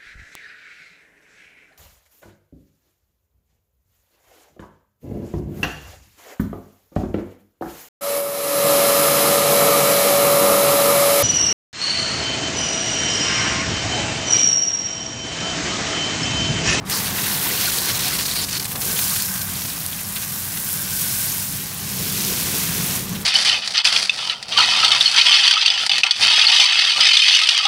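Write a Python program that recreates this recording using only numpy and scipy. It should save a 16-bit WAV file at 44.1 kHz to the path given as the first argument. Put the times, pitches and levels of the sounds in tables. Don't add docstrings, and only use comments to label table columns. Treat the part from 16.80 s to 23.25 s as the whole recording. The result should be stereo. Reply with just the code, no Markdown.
import sys
import numpy as np
from scipy import signal
from scipy.fft import rfft, irfft
from scipy.io import wavfile

SR = 44100
rng = np.random.default_rng(int(sys.argv[2]) if len(sys.argv) > 2 else 0)


def dump(signal):
    limited = np.clip(np.atleast_2d(signal).T, -1, 1)
    pcm = np.round(limited * 32767).astype(np.int16)
    wavfile.write(sys.argv[1], SR, pcm)


def gain_from_db(level_db):
    decades = np.asarray(level_db, float) / 20
    return 10 ** decades


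N = 284312

# (time [s], level [dB])
SHOWER_FORCE = [(0.1, -23.5), (0.13, -30.5), (0.33, -25), (0.51, -24.5), (1.35, -26), (1.97, -30),
                (2.01, -26), (2.24, -20), (2.61, -29), (3.25, -30.5), (4.45, -23.5), (4.93, -31.5),
                (5.42, -24.5), (6.14, -27), (6.16, -24.5), (6.25, -34), (6.43, -37.5), (6.45, -45)]
# (time [s], level [dB])
TRAPPED_AIR = [(0.1, -33), (0.13, -27.5), (0.22, -33), (1.64, -29), (1.67, -32.5), (1.76, -29.5),
               (1.81, -32.5), (1.99, -40), (2.03, -34.5), (2.42, -31.5), (2.49, -37), (3.79, -37),
               (4.32, -34), (4.96, -36.5), (5.4, -32.5), (6.13, -34.5), (6.43, -40), (6.45, -47)]
# (time [s], level [dB])
AIM_AT_PLASTIC = [(0.1, -34), (0.13, -28.5), (0.2, -30), (1.25, -32), (1.88, -36), (2.2, -35.5),
                  (3.1, -38.5), (4.59, -37.5), (4.68, -38.5), (5.01, -38), (5.47, -34), (6.14, -31.5),
                  (6.23, -35), (6.45, -35)]
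# (time [s], level [dB])
PLUNGE_IN_WATER = [(0.0, -31.5), (0.03, -34), (1.38, -35), (1.52, -36.5), (2.94, -34.5), (3.16, -38.5),
                   (4.15, -35), (4.87, -37.5), (5.22, -32.5), (6.27, -31.5), (6.28, -30), (6.45, -32.5)]

# (time [s], length [s], gain [dB], below 0 chokes and
AIR_CHOKES = [(0.327, 0.057, -5.5, 0.7), (0.912, 0.0088, -10, 0.5), (1.186, 0.0069, -11, 0.6),
              (1.379, .016, -11, .3), (1.448, 0.013, -10, .4), (1.474, 0.014, -10, .1),
              (1.527, .004, -7, .7), (1.547, .009, -10, .4), (1.66, 0.018, -13, .3),
              (1.68, 0.006, -16, 0.2), (1.703, .012, -5, 0.3), (1.791, 0.012, -16, 0.5),
              (1.816, 0.013, -11.5, 0.2), (1.839, 0.0063, -16, 0.2), (1.874, .01, -13, 0.45),
              (1.946, .016, -9, 0.4), (1.985, .02, -3, .8), (2.142, 0.017, -4, 0.3), (2.474, .016, -5, .1),
              (2.559, 0.0085, 10, 0.1), (2.666, 0.023, -7, 0.3), (3.99, 0.022, -2.5, .9),
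              (1.714, 0.014, -4, .1), (0.587, 0.068, -4.5, 0.3), (1.42, .02, -3, .1),
              (4.073, 0.036, -2.5, 1), (4.7, .04, -6, 0), (2.002, .015, -7, .1), (2.378, .008, -6, .1),
              (1.216, .02, -2, .1), (1.132, .015, -4, .7), (5.005, .03, 0, .1), (2.74, .04, 0, .1),
              (6.25, .045, -2.5, .3)]
# (time [s], length [s], height [dB], share of air
WATER_BURSTS = [(0.388, 0.011, 4.5, 0.24), (0.984, 0.0062, 6, 0.9), (1.099, 0.03, 4, 0.5),
                (1.391, 0.015, 5.5, .6), (1.461, 0.011, 8, 0.67), (1.518, 0.014, 4, 1),
                (1.567, .013, 7.5, 0.63), (1.603, 0.022, 4.5, 0.8), (1.647, 0.01, 4, 1),
                (2.02, 0.0072, 11, 0.66), (1.758, 0.0075, 5, 0.4), (1.774, 0.016, 4, 0.47),
                (1.8, 0.0078, 9, 0.6), (1.855, 0.0078, 10, 0.65), (1.959, .011, 13, 0.7),
                (2.11, .017, 3.5, .5), (2.192, 0.008, 9, 0.43), (2.172, .01, 2.5, 1), (2.408, 0.013, 4, .8),
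                (2.618, 0.011, 10, 0.8), (2.823, 0.0097, 11, 0.8), (2.855, 0.013, 7, 0.6),
                (2.903, .011, 9, 0.8), (3.02, .014, 5.5, 0.7), (3.132, .011, 2, 0.5),
                (3.367, 0.017, 12, 0.5), (3.435, 0.019, 7.5, 0.5), (3.775, .011, 7.5, 0.57),
                (4.216, 0.0089, 4, .4), (6.36, 0.016, 5, 0.3), (1.671, .004, -2, 0.4),
                (1.687, 0.011, 5.5, 0.43), (1.712, .005, 6, .7), (1.73, .012, 3.5, .5),
                (1.813, .004, 8, 0.9), (1.834, .006, 5, .4), (1.919, 0.013, 4, .3), (2.228, .012, 4, 0.8),
                (2.365, .011, 5.5, 0.45), (2.433, 0.0041, 6.5, 0.8), (2.484, .004, 5, .5),
                (3.47, .012, 4, .8)]
# (time [s], length [s], gain in drops [dB], gain in jet hiss [dB])
WRIST_SWINGS = [(.45, .06, -0.5, 1), (0.873, 0.14, 2.5, 4.5), (1.29, .1, -1, 2.5), (0.66, 0.13, -1.5, 4),
                (3.8, 0.1, -1, 1.5), (0.17, .06, 4.5, -3), (0.65, 0.069, 2.5, -3.5), (1.03, 0.085, 0, -4.5),
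                (2.24, 0.27, -1.5, -2), (4.2, 0.12, 1, 0), (4.2, .12, 0.5, 0.5), (4.8, 0.11, 0.5, 3.5),
                (4.1, .06, -0.5, 1.5), (1.9, .14, 1, -2), (2.5, .08, 1, -2), (2.9, .06, 1, 2),
                (3.84, .06, -1, -6), (6.5, .1, 0.5, -2), (0.57, .1, -1, 0), (5.8, .15, 1.5, 1)]
# (time [s], length [s], gain in the hollow [dB], gain in the panels [dB])
RIM_CROSSINGS = [(.14, 0.057, -4, 1), (.27, 0.071, -4, 0), (5.5, .06, 4.5, -1), (5.75, 0.074, 2, 0.5),
                 (1.1, 0.035, 4.5, 0), (1.78, .05, 2, -3), (1.96, 0.058, 6, 4), (2.09, 0.074, 10, 2),
                 (2.3, 0.11, -2, 2), (.8, 0.14, -1, -0.5), (5.95, 0.093, -2.5, -2), (2.6, 0.69, -4.5, 1.1),
                 (4.0, 0.093, -1, 3), (4.8, 0.07, 3, -4), (5.2, .1, 3.5, 1), (6.4, 0.065, 4, -2)]
# (time [s], length [s], gain in foam [dB], gain in rattle [dB])
FOAM_WHIPS = [(.15, .06, 0, 1.5), (.62, .15, -1, 2), (1.1, 0.034, 1.5, 3), (1.6, .06, -9, -1),
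              (1.74, .04, 0.5, 2.5), (1.9, 0.11, -2.5, -2), (2.1, 0.16, 0, -3), (2.24, 0.056, 1, -9),
              (3.44, .03, 3.5, -2), (4.18, .06, -1, -4), (4.7, .05, 1.5, 1), (5.0, .08, -1, -1),
              (5.42, .2, 0, -1.5), (6.12, 0.093, 2.5, 0.5)]
# (time [s], length [s], middle treble gain [dB], top gain [dB])
FAN_GLINTS = [(.05, .1, 4, -3), (.35, 0.072, -9, 2), (.55, .12, 0.5, 3), (.7, .15, -2.5, 3),
              (.85, .08, -2, -1), (.95, .08, 0.5, 0), (1.15, .06, 1, 0), (1.25, .08, 0, 0),
              (1.35, .08, 3, 0), (1.55, .1, 0, 0), (1.65, .06, 1, -2), (1.75, .1, -3, -3),
              (1.86, .08, -3, 0), (2.05, .08, 1.5, 0), (2.35, .1, 1, 0), (2.62, .12, 0, 2),
              (2.82, 0.13, 1.5, 1), (3.02, .16, -0.5, 2.5), (3.25, .08, 1, -1), (3.35, .08, 1.5, 1),
              (3.55, .08, 0, 3), (3.82, .1, 2.5, 3), (3.93, .08, 2, 3), (4.2, .1, 0.5, 0),
              (4.05, .08, -2, 0), (4.4, .2, 1.5, 0), (4.65, .08, 0, 1), (5.35, .12, 0, -1),
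              (5.65, .1, 1.5, -2), (6.1, .2, 2.5, 1)]

# (pitch [Hz], level [dB])
PATTER_COLOUR = [(7000, -19), (8500, -2.5), (10000, -1), (12000, -1.5), (13200, 2), (14300, 3), (15800, -1)]
# (time [s], peak [dB], ring [Hz], decay [ms])
FAT_DROPS = [(.029, -44, 13000, .3), (.0983, -10, 4200, .3), (.9864, -2, 13300, .12),
             (1.857, -8, 8800, .08), (2.4228, 4, 12500, .09), (2.459, -9, 12000, .35),
             (3.0637, -4, 10200, .5), (3.2325, -14, 9500, .4), (3.493, -14, 12000, .3),
             (5.8336, -6, 10500, .25), (6.1623, -7, 10800, .3), (6.249, -18, 12500, .4),
             (6.2947, -16, 12300, .4), (6.301, -17, 7000, .4), (6.328, -21, 6000, .5),
             (6.418, -20, 12000, .3), (6.423, -19, 8500, .5)]
# (time [s], peak [dB], ring [Hz])
JET_CRACKLE = [(1.6408, -11, 4790), (1.7111, -15, 5250), (1.7298, -10, 6000), (1.752, -11, 4500),
               (1.798, -13, 4920), (1.8453, -13, 8700), (1.8563, -15, 8090), (1.8817, -18, 12600),
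               (1.9585, -16, 4340), (1.985, -20, 12300), (2.006, -15, 10200), (2.0119, -13, 13500),
               (2.0538, -10, 12200)]
# (time [s], peak [dB], ring [Hz])
LAST_DRIBBLES = [
    (6.2796, -20, 3110),
    (6.2936, -17, 12500),
    (6.333, -22, 6190),
    (6.355, -24, 3010),
    (6.4168, -24, 8970),
]
# (time [s], peak [dB], ring [Hz])
AIR_SPITS = [(2.4813, -21, 6020), (2.5401, -16, 6520), (2.5835, -23, 6080), (2.593, -19, 4430),
             (2.617, -15, 6130), (2.7013, -21, 5590), (2.7561, -20, 4490), (2.7771, -23, 5740),
             (2.8115, -22, 6030), (2.819, -21, 4260), (2.8404, -19, 6380), (2.9008, -20, 5060),
             (3.0046, -20, 4280), (3.0619, -22, 5810), (3.1308, -14, 3260), (3.3618, -21, 3950),
             (3.4296, -22, 6200), (3.5848, -24, 5420), (3.7733, -19, 6180), (3.9739, -22, 5930),
             (4.0537, -20, 5460), (4.0891, -18, 3480), (4.132, -20, 6200), (4.1964, -16, 6380),
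             (4.2143, -20, 5660), (4.2966, -23, 5920), (4.4807, -18, 4970), (4.5196, -12, 6530),
             (4.571, -23, 6400), (4.6079, -19, 5780)]
# (time [s], peak [dB], ring [Hz])
STRAY_DROPS = [(0.2094, -11, 12700), (0.2444, -12, 10600), (0.2794, -16, 12800), (0.5734, -13, 11700),
               (1.3394, -10, 12300), (2.1294, -8, 12300), (2.2158, -10, 6420), (2.2974, -8, 8220),
               (2.3394, -11, 13100), (4.5244, -14, 11400), (4.5436, -10, 12300), (4.5824, -8, 13000),
               (4.5994, -13, 9560), (4.7694, -18, 12400), (5.4094, -11, 6070)]
# (time [s], rms level [dB], ring [Hz])
WATER_SPLATS = [(0.105, -32, 2060), (0.14, -30, 1250), (0.165, -33, 1060), (0.22, -42, 950),
                (0.259, -33, 2580), (0.469, -31, 1850), (0.539, -31, 5020), (0.663, -41, 308),
                (0.668, -33, 950), (0.713, -25, 2060), (0.718, -35, 450), (0.783, -30, 2880),
                (0.883, -29, 1480), (0.933, -28, 3220), (1.117, -41, 440), (1.232, -42, 950),
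                (1.247, -25, 5020), (1.322, -31, 1320), (1.332, -31, 2060), (1.566, -34, 2310),
                (1.616, -36, 2060), (1.621, -28, 7000), (1.631, -30, 3600), (1.985, -37.5, 760),
                (2.11, -39, 1650), (2.15, -38, 448), (2.17, -26, 3220), (2.305, -27.5, 4490),
                (2.325, -35, 1190), (2.754, -33, 4490), (3.193, -35, 2580), (3.422, -46, 280),
                (4.046, -43, 310), (4.131, -32, 5020), (4.185, -46, 280), (4.23, -39, 1650),
                (4.525, -29, 6260), (4.555, -35, 2060), (5.233, -38, 348), (5.263, -32, 4020),
                (5.502, -38.5, 350), (5.817, -32, 2060), (5.976, -37, 390), (2.3, -36, 1710),
                (2.4, -34, 1720), (0.75, -39, 760), (0.85, -35, 720), (1.27, -35, 760), (1.95, -42, 540),
                (2.05, -44, 560), (0.075, -42, 3800)]

# (pitch [Hz], width [Hz], level [dB])
WALL_MODES = [(151, 47, -3.5), (199.6, 18, -0.5), (233, 31, -8.5)]
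# (pitch [Hz], width [Hz], level [dB])
HOLLOW_MODES = [(254, 70, 0), (387, 134, 0), (494, 142, -2)]
# (pitch [Hz], width [Hz], level [dB])
PANEL_MODES = [(693, 317, -6.5), (924, 135, -1), (1113, 287, -4)]
# (pitch [Hz], width [Hz], level [dB])
RIM_MODES = [(1530, 220, 2.5), (1710, 250, 4.5), (2130, 1200, 1.5)]
# (time [s], length [s], level [dB])
WALL_SINGING = [(.2, .15, -45), (2.08, .1, -43), (2.214, 0.19, -37.5), (2.5, 0.27, -44), (2.72, 0.25, -46),
                (3.147, 0.28, -66), (3.6, 0.38, -49), (4.0, .3, -47), (4.3, 0.38, -41), (5.9, .4, -61)]
# (time [s], length [s], level [dB], pitch [Hz])
BUCKET_GULPS = [(5.14, 0.045, -32, 198), (5.21, 0.056, -33, 181), (5.4, 0.042, -33, 191),
                (5.49, 0.047, -29.5, 189), (5.73, .05, -32.5, 200), (5.9, .07, -31, 168),
                (6.01, 0.075, -29.5, 164.4), (6.21, .04, -31, 174), (6.305, 0.051, -26, 183),
                (6.41, .04, -34.5, 184)]

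# (frequency [Hz], level [dB per Hz])
RUMBLE_COLOUR = [(12, -68), (20, -41), (40, -16), (86, -12), (113, -7.5), (193, -6), (300, -7.5),
                 (390, -41)]
# (pitch [Hz], width [Hz], level [dB])
MOTOR_HARMONICS = [(47.7, 4.3, -55), (53.2, 3.1, -54), (94.7, 11.3, -44), (190.6, 8.1, -46),
                   (283.5, 12.4, -54.5), (382.6, 18, -62.5)]

# (mean [dB], share of force, of air, of aim, of plunge)
HISS_LAW = (-36, 0.39, 0.5, 0.5, 0.5)
RING_LAW = (-38.5, 0, 1.87, 0.27, 0)
PATTER_LAW = (-26.5, 1, 0, 0, 0)
FOAM_LAW = (-33, 0.5, 0.78, 0, 0.5)
THRUM_LAW = (-37, 0, 0, 0.03, 1.1)
SPLASH_LAW = (-44, 0, 0.5, 0.72, 1.1)
PANEL_LAW = (-40.5, 0.13, 0, 1.04, -0.17)
RIM_LAW = (-39, 0.38, 0, 1.06, -0.33)


def rms_one(x):
    return x / np.sqrt(np.mean(x ** 2) + 1e-20)


def in_time(rows):
    times, *columns = np.transpose(rows)
    return [np.interp(np.arange(N) / SR, times, column) for column in columns]


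def drift(rate):
    r = np.exp(-40 * np.pi * rate / SR)
    slow = signal.lfilter([1], [1, -2 * r, r * r], rng.standard_normal(N // 20 + 2002))[2000:]
    return np.interp(np.arange(N) / 20, np.arange(len(slow)), rms_one(slow))


def bump(s, length, front=1):
    out = np.zeros(N)
    near = np.arange(max(int((s - 2 * length) * SR), 0), min(int((s + 2 * length) * SR), N))
    late = (near / SR - s) / length + (1 - front) / 2
    out[near] = np.exp(-(1.8 * late / np.where(late < 0, front, 2 - front)) ** 2)
    return out


def swells(rows, front=1):
    return sum(np.outer(gains_db, bump(s, length, front)) for s, length, *gains_db in rows)


def band(x, low_hz, high_hz, order=2):
    edges = [low_hz, min(high_hz, 0.45 * SR)]
    return signal.sosfilt(signal.butter(order, edges, "band", fs=SR, output="sos"), x)


def resonance(x, hz, width_hz):
    r = np.exp(-np.pi * width_hz / SR)
    feedback = [1, -2 * r * np.cos(2 * np.pi * hz / SR), r * r]
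    return signal.lfilter(np.array([1, 0, -1]) * (1 - r * r) / 2, feedback, x + 1e-18)


def body(x, modes):
    return sum((-1) ** k * gain_from_db(db) * resonance(x, hz, width) for k, (hz, width, db) in enumerate(modes))


def impacts(per_s, spread_db):
    sizes = gain_from_db(spread_db * np.minimum(rng.exponential(1, N), 6)) * rng.choice([-1, 1], N)
    landed = rng.random(N) < per_s / SR
    return rms_one(sizes * landed / np.sqrt(per_s))


def droplets(pitches_hz, gains_db, per_s, spread_db, sharpness):
    hits = impacts(per_s, spread_db)
    dealt = rng.integers(0, len(pitches_hz), N)
    total = np.zeros(N)
    for k, (hz, db) in enumerate(zip(pitches_hz, gains_db)):
        total += gain_from_db(db) * rms_one(resonance(hits * (dealt == k), hz, hz / sharpness))
    return rms_one(total)


def valve():
    cracks_s, opens_s, snap_s = 0.052, 0.1, 0.0043
    times = [cracks_s - snap_s, cracks_s, opens_s - snap_s, opens_s]
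    return np.interp(np.arange(N) / SR, times, [-28, -16.5, -6.5, 0])


def flow():
    shared = 0.72 * drift(51) + 0.76 * drift(200)
    flutter = np.array([1.05 * shared + 0.57 * drift(50), shared + 0.27 * drift(40), 0.31 * shared])
    flutter = flutter * np.interp(np.arange(N) / SR, [3.5, 4.9], [1.3, 0.4])
    flutter = flutter * (1 - 0.55 * bump(2.0, 0.9))
    choke_share, burst_share = (0.66, 0.89, 0.84), (2.27, 1.5, 0.52)
    chokes = [(s, length, *(db * np.multiply(choke_share, [1, 1, felt])))
              for s, length, db, felt in AIR_CHOKES]
    bursts = [(s, length, *(db * np.multiply(burst_share, [1 - air, air, 1 - air])))
              for s, length, db, air in WATER_BURSTS]
    return flutter + swells(chokes) + swells(bursts, front=0.65)


def chamber_pitch():
    dry_rise = 900 * np.exp(-np.arange(N) / SR / 0.12)
    return np.clip(4430 + dry_rise + 120 * drift(4.7), 3700, 5500)


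def nozzle(hiss_db, ring_db, centre_hz):
    jet = impacts(per_s=14000, spread_db=4.0)
    chamber = np.zeros(N)
    for hz in np.geomspace(3600, 5600, 9):
        share = np.exp(-(np.log(centre_hz / hz) / 0.06) ** 2)
        chamber += share * resonance(resonance(jet, hz, 950), hz, 950)
    ring = rms_one(chamber) + gain_from_db(-5) * rms_one(resonance(jet, 9030, 1200))
    hiss = rms_one(band(impacts(per_s=12000, spread_db=3.0), 2180, 4110, order=3))
    return gain_from_db(hiss_db) * hiss + gain_from_db(ring_db) * ring


def patter(level_db, flow_db):
    pitches = np.geomspace(7000, 16500, 14)
    gains = np.interp(pitches, *np.transpose(PATTER_COLOUR))
    density = np.clip(gain_from_db(level_db + 25), 0.3, 1.5)
    fine = droplets(pitches, gains, per_s=18000 * density, spread_db=3.0, sharpness=3.3)
    large = droplets(pitches[::2], gains[::2], per_s=250, spread_db=2, sharpness=6)
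    return gain_from_db(level_db + 1.06 * flow_db + 0.48 * drift(70)) * (fine + gain_from_db(-16.5) * large)


def glint(x):
    def above(hz):
        return signal.sosfiltfilt(signal.butter(3, hz, "high", fs=SR, output="sos"), x)

    middle_db, top_db = swells(FAN_GLINTS)
    top, upper = above(11400), above(7000)
    return x - upper + gain_from_db(middle_db) * (upper - top) + gain_from_db(top_db) * top


def fizz(level_db, flow_db):
    pitches = np.geomspace(5200, 7400, 9)
    pops = droplets(pitches, np.linspace(2.5, -2.5, 9), per_s=9000, spread_db=3.5, sharpness=6)
    return gain_from_db(level_db + 0.24 + 0.7 * flow_db) * pops


def bucket(thrum_db, splash_db, drum_db, rattle_db, flow_db):
    thrum = rms_one(band(body(rng.standard_normal(N + SR), WALL_MODES), 104, 245)[SR:])
    splash = rms_one(band(body(impacts(per_s=2700, spread_db=2.5), HOLLOW_MODES), 227, 580))
    hits = impacts(per_s=6000, spread_db=2.5)
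    drum = rms_one(band(body(hits, PANEL_MODES), 376, 1510))
    rattle = rms_one(band(body(hits, RIM_MODES), 1377, 2050))
    low = gain_from_db(thrum_db - 0.5) * thrum + gain_from_db(splash_db) * splash
    return low + gain_from_db(drum_db + 0.31 * flow_db) * drum + gain_from_db(rattle_db + 0.71 * flow_db) * rattle


def single_drops():
    small = [(s, db + 1, hz, 0.71) for s, db, hz in JET_CRACKLE + LAST_DRIBBLES + AIR_SPITS]
    strays = [(s, db + 3.5, hz, 0.22) for s, db, hz in STRAY_DROPS]
    out = np.zeros(N)
    t = np.arange(int(0.004 * SR)) / SR
    for s, db, hz, decay_ms in FAT_DROPS + small + strays:
        ring = np.sin(2 * np.pi * hz * t) + 0.22 * np.sin(0.9 * np.pi * hz * t)
        tick = ring * np.exp(-1000 * t / decay_ms)
        at = round(s * SR)
        out[at:at + len(t)] += gain_from_db(db) * tick / np.abs(tick).max()
    return band(out, 3000, 19000)


def splats():
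    shortest_s, longest_s = 0.014, 0.06
    out = np.zeros(N)
    noise = rng.standard_normal((len(WATER_SPLATS), int(4 * longest_s * SR) + 1))
    for (s, db, hz), row in zip(WATER_SPLATS, noise):
        length = np.clip(30 / hz, shortest_s, longest_s)
        near = np.arange(int((s - 2 * length) * SR), int((s + 2 * length) * SR))[:len(row)]
        width = hz / 5.3
        slap = rms_one(resonance(resonance(row[:len(near)], hz, width), hz, width))
        out[near] += gain_from_db(db - 1) * slap * bump(s, length)[near]
    return out


def far_wall():
    sing_hz, width_hz, waver_hz = 1560, 75, 45
    hits = impacts(per_s=5000, spread_db=1.5)
    place = drift(5.0)
    tone = np.zeros(N)
    for k in (-1, 0, 1):
        ring = resonance(resonance(hits, sing_hz + k * waver_hz, width_hz), sing_hz, 3 * width_hz)
        tone += np.exp(-(place - k) ** 2) * ring
    return rms_one(tone) * sum(gain_from_db(db) * bump(s, length) for s, length, db in WALL_SINGING)


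def gulps():
    t = np.arange(N) / SR
    booms = np.zeros(N)
    for s, length, db, hz in BUCKET_GULPS:
        booms += gain_from_db(db) * bump(s, length) * np.sin(2 * np.pi * hz * (t - s))
    return booms * np.sqrt(2)


def leaves():
    return gain_from_db(-54.5) * rms_one(band(rng.standard_normal(N), 1500, 5500))


def outdoors(level_db):
    white = rng.standard_normal(N + SR)
    hz = np.maximum(np.arange(len(white) // 2 + 1) * SR / len(white), 1)
    colour_hz, colour_db = np.transpose(RUMBLE_COLOUR)
    colour = gain_from_db(np.interp(np.log(hz), np.log(colour_hz), colour_db))
    far = irfft(rfft(white) * colour)[:N]
    throb = rng.standard_normal(N + SR)
    motor = sum(gain_from_db(db) * rms_one(resonance(resonance(throb, f, width), f, width)[SR:])
                for f, width, db in MOTOR_HARMONICS)
    return gain_from_db(level_db) * rms_one(band(far, 52, 146)) + motor


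def scene():
    controls = (SHOWER_FORCE, TRAPPED_AIR, AIM_AT_PLASTIC, PLUNGE_IN_WATER)
    moves = np.array([curve - curve.mean() for rows in controls for curve in in_time(rows)])
    opening_db = valve()

    def level(law, valve_share=0):
        return law[0] + np.dot(law[1:], moves) + valve_share * opening_db

    low_db, mid_db, high_db = flow()
    drops_db, jet_db = swells(WRIST_SWINGS)
    hollow_db, panel_db = swells(RIM_CROSSINGS)
    foam_db, rake_db = swells(FOAM_WHIPS)

    hiss_db = level(HISS_LAW, 0.89) + jet_db + low_db
    ring_db = level(RING_LAW, 0.97) + mid_db
    mono = nozzle(hiss_db, ring_db, chamber_pitch())
    mono = mono + glint(patter(level(PATTER_LAW, 1.4) + drops_db, high_db))
    mono = mono + fizz(level(FOAM_LAW, 1.2) + foam_db + 0.7 * drops_db, (mid_db + high_db) / 2)
    drum_db = level(PANEL_LAW, 0.052) + panel_db
    rattle_db = level(RIM_LAW, 0.33) + rake_db
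    mono = mono + bucket(level(THRUM_LAW), level(SPLASH_LAW) + hollow_db, drum_db, rattle_db, low_db)
    mono = mono + single_drops() + splats() + far_wall() + gulps() + leaves()
    mono = mono + outdoors(-39 + 0.81 * moves[-1])
    return np.array([mono, mono])


def band_limit(x):
    return signal.sosfilt(signal.butter(12, 16770, fs=SR, output="sos"), x)


def record(dry):
    steep = signal.ellip(16, 0.3, 75, 15750, fs=SR, output="sos")
    mix = signal.sosfilt(steep, dry)
    return band_limit(mix)


dry = scene()
out = record(dry)
dump(out)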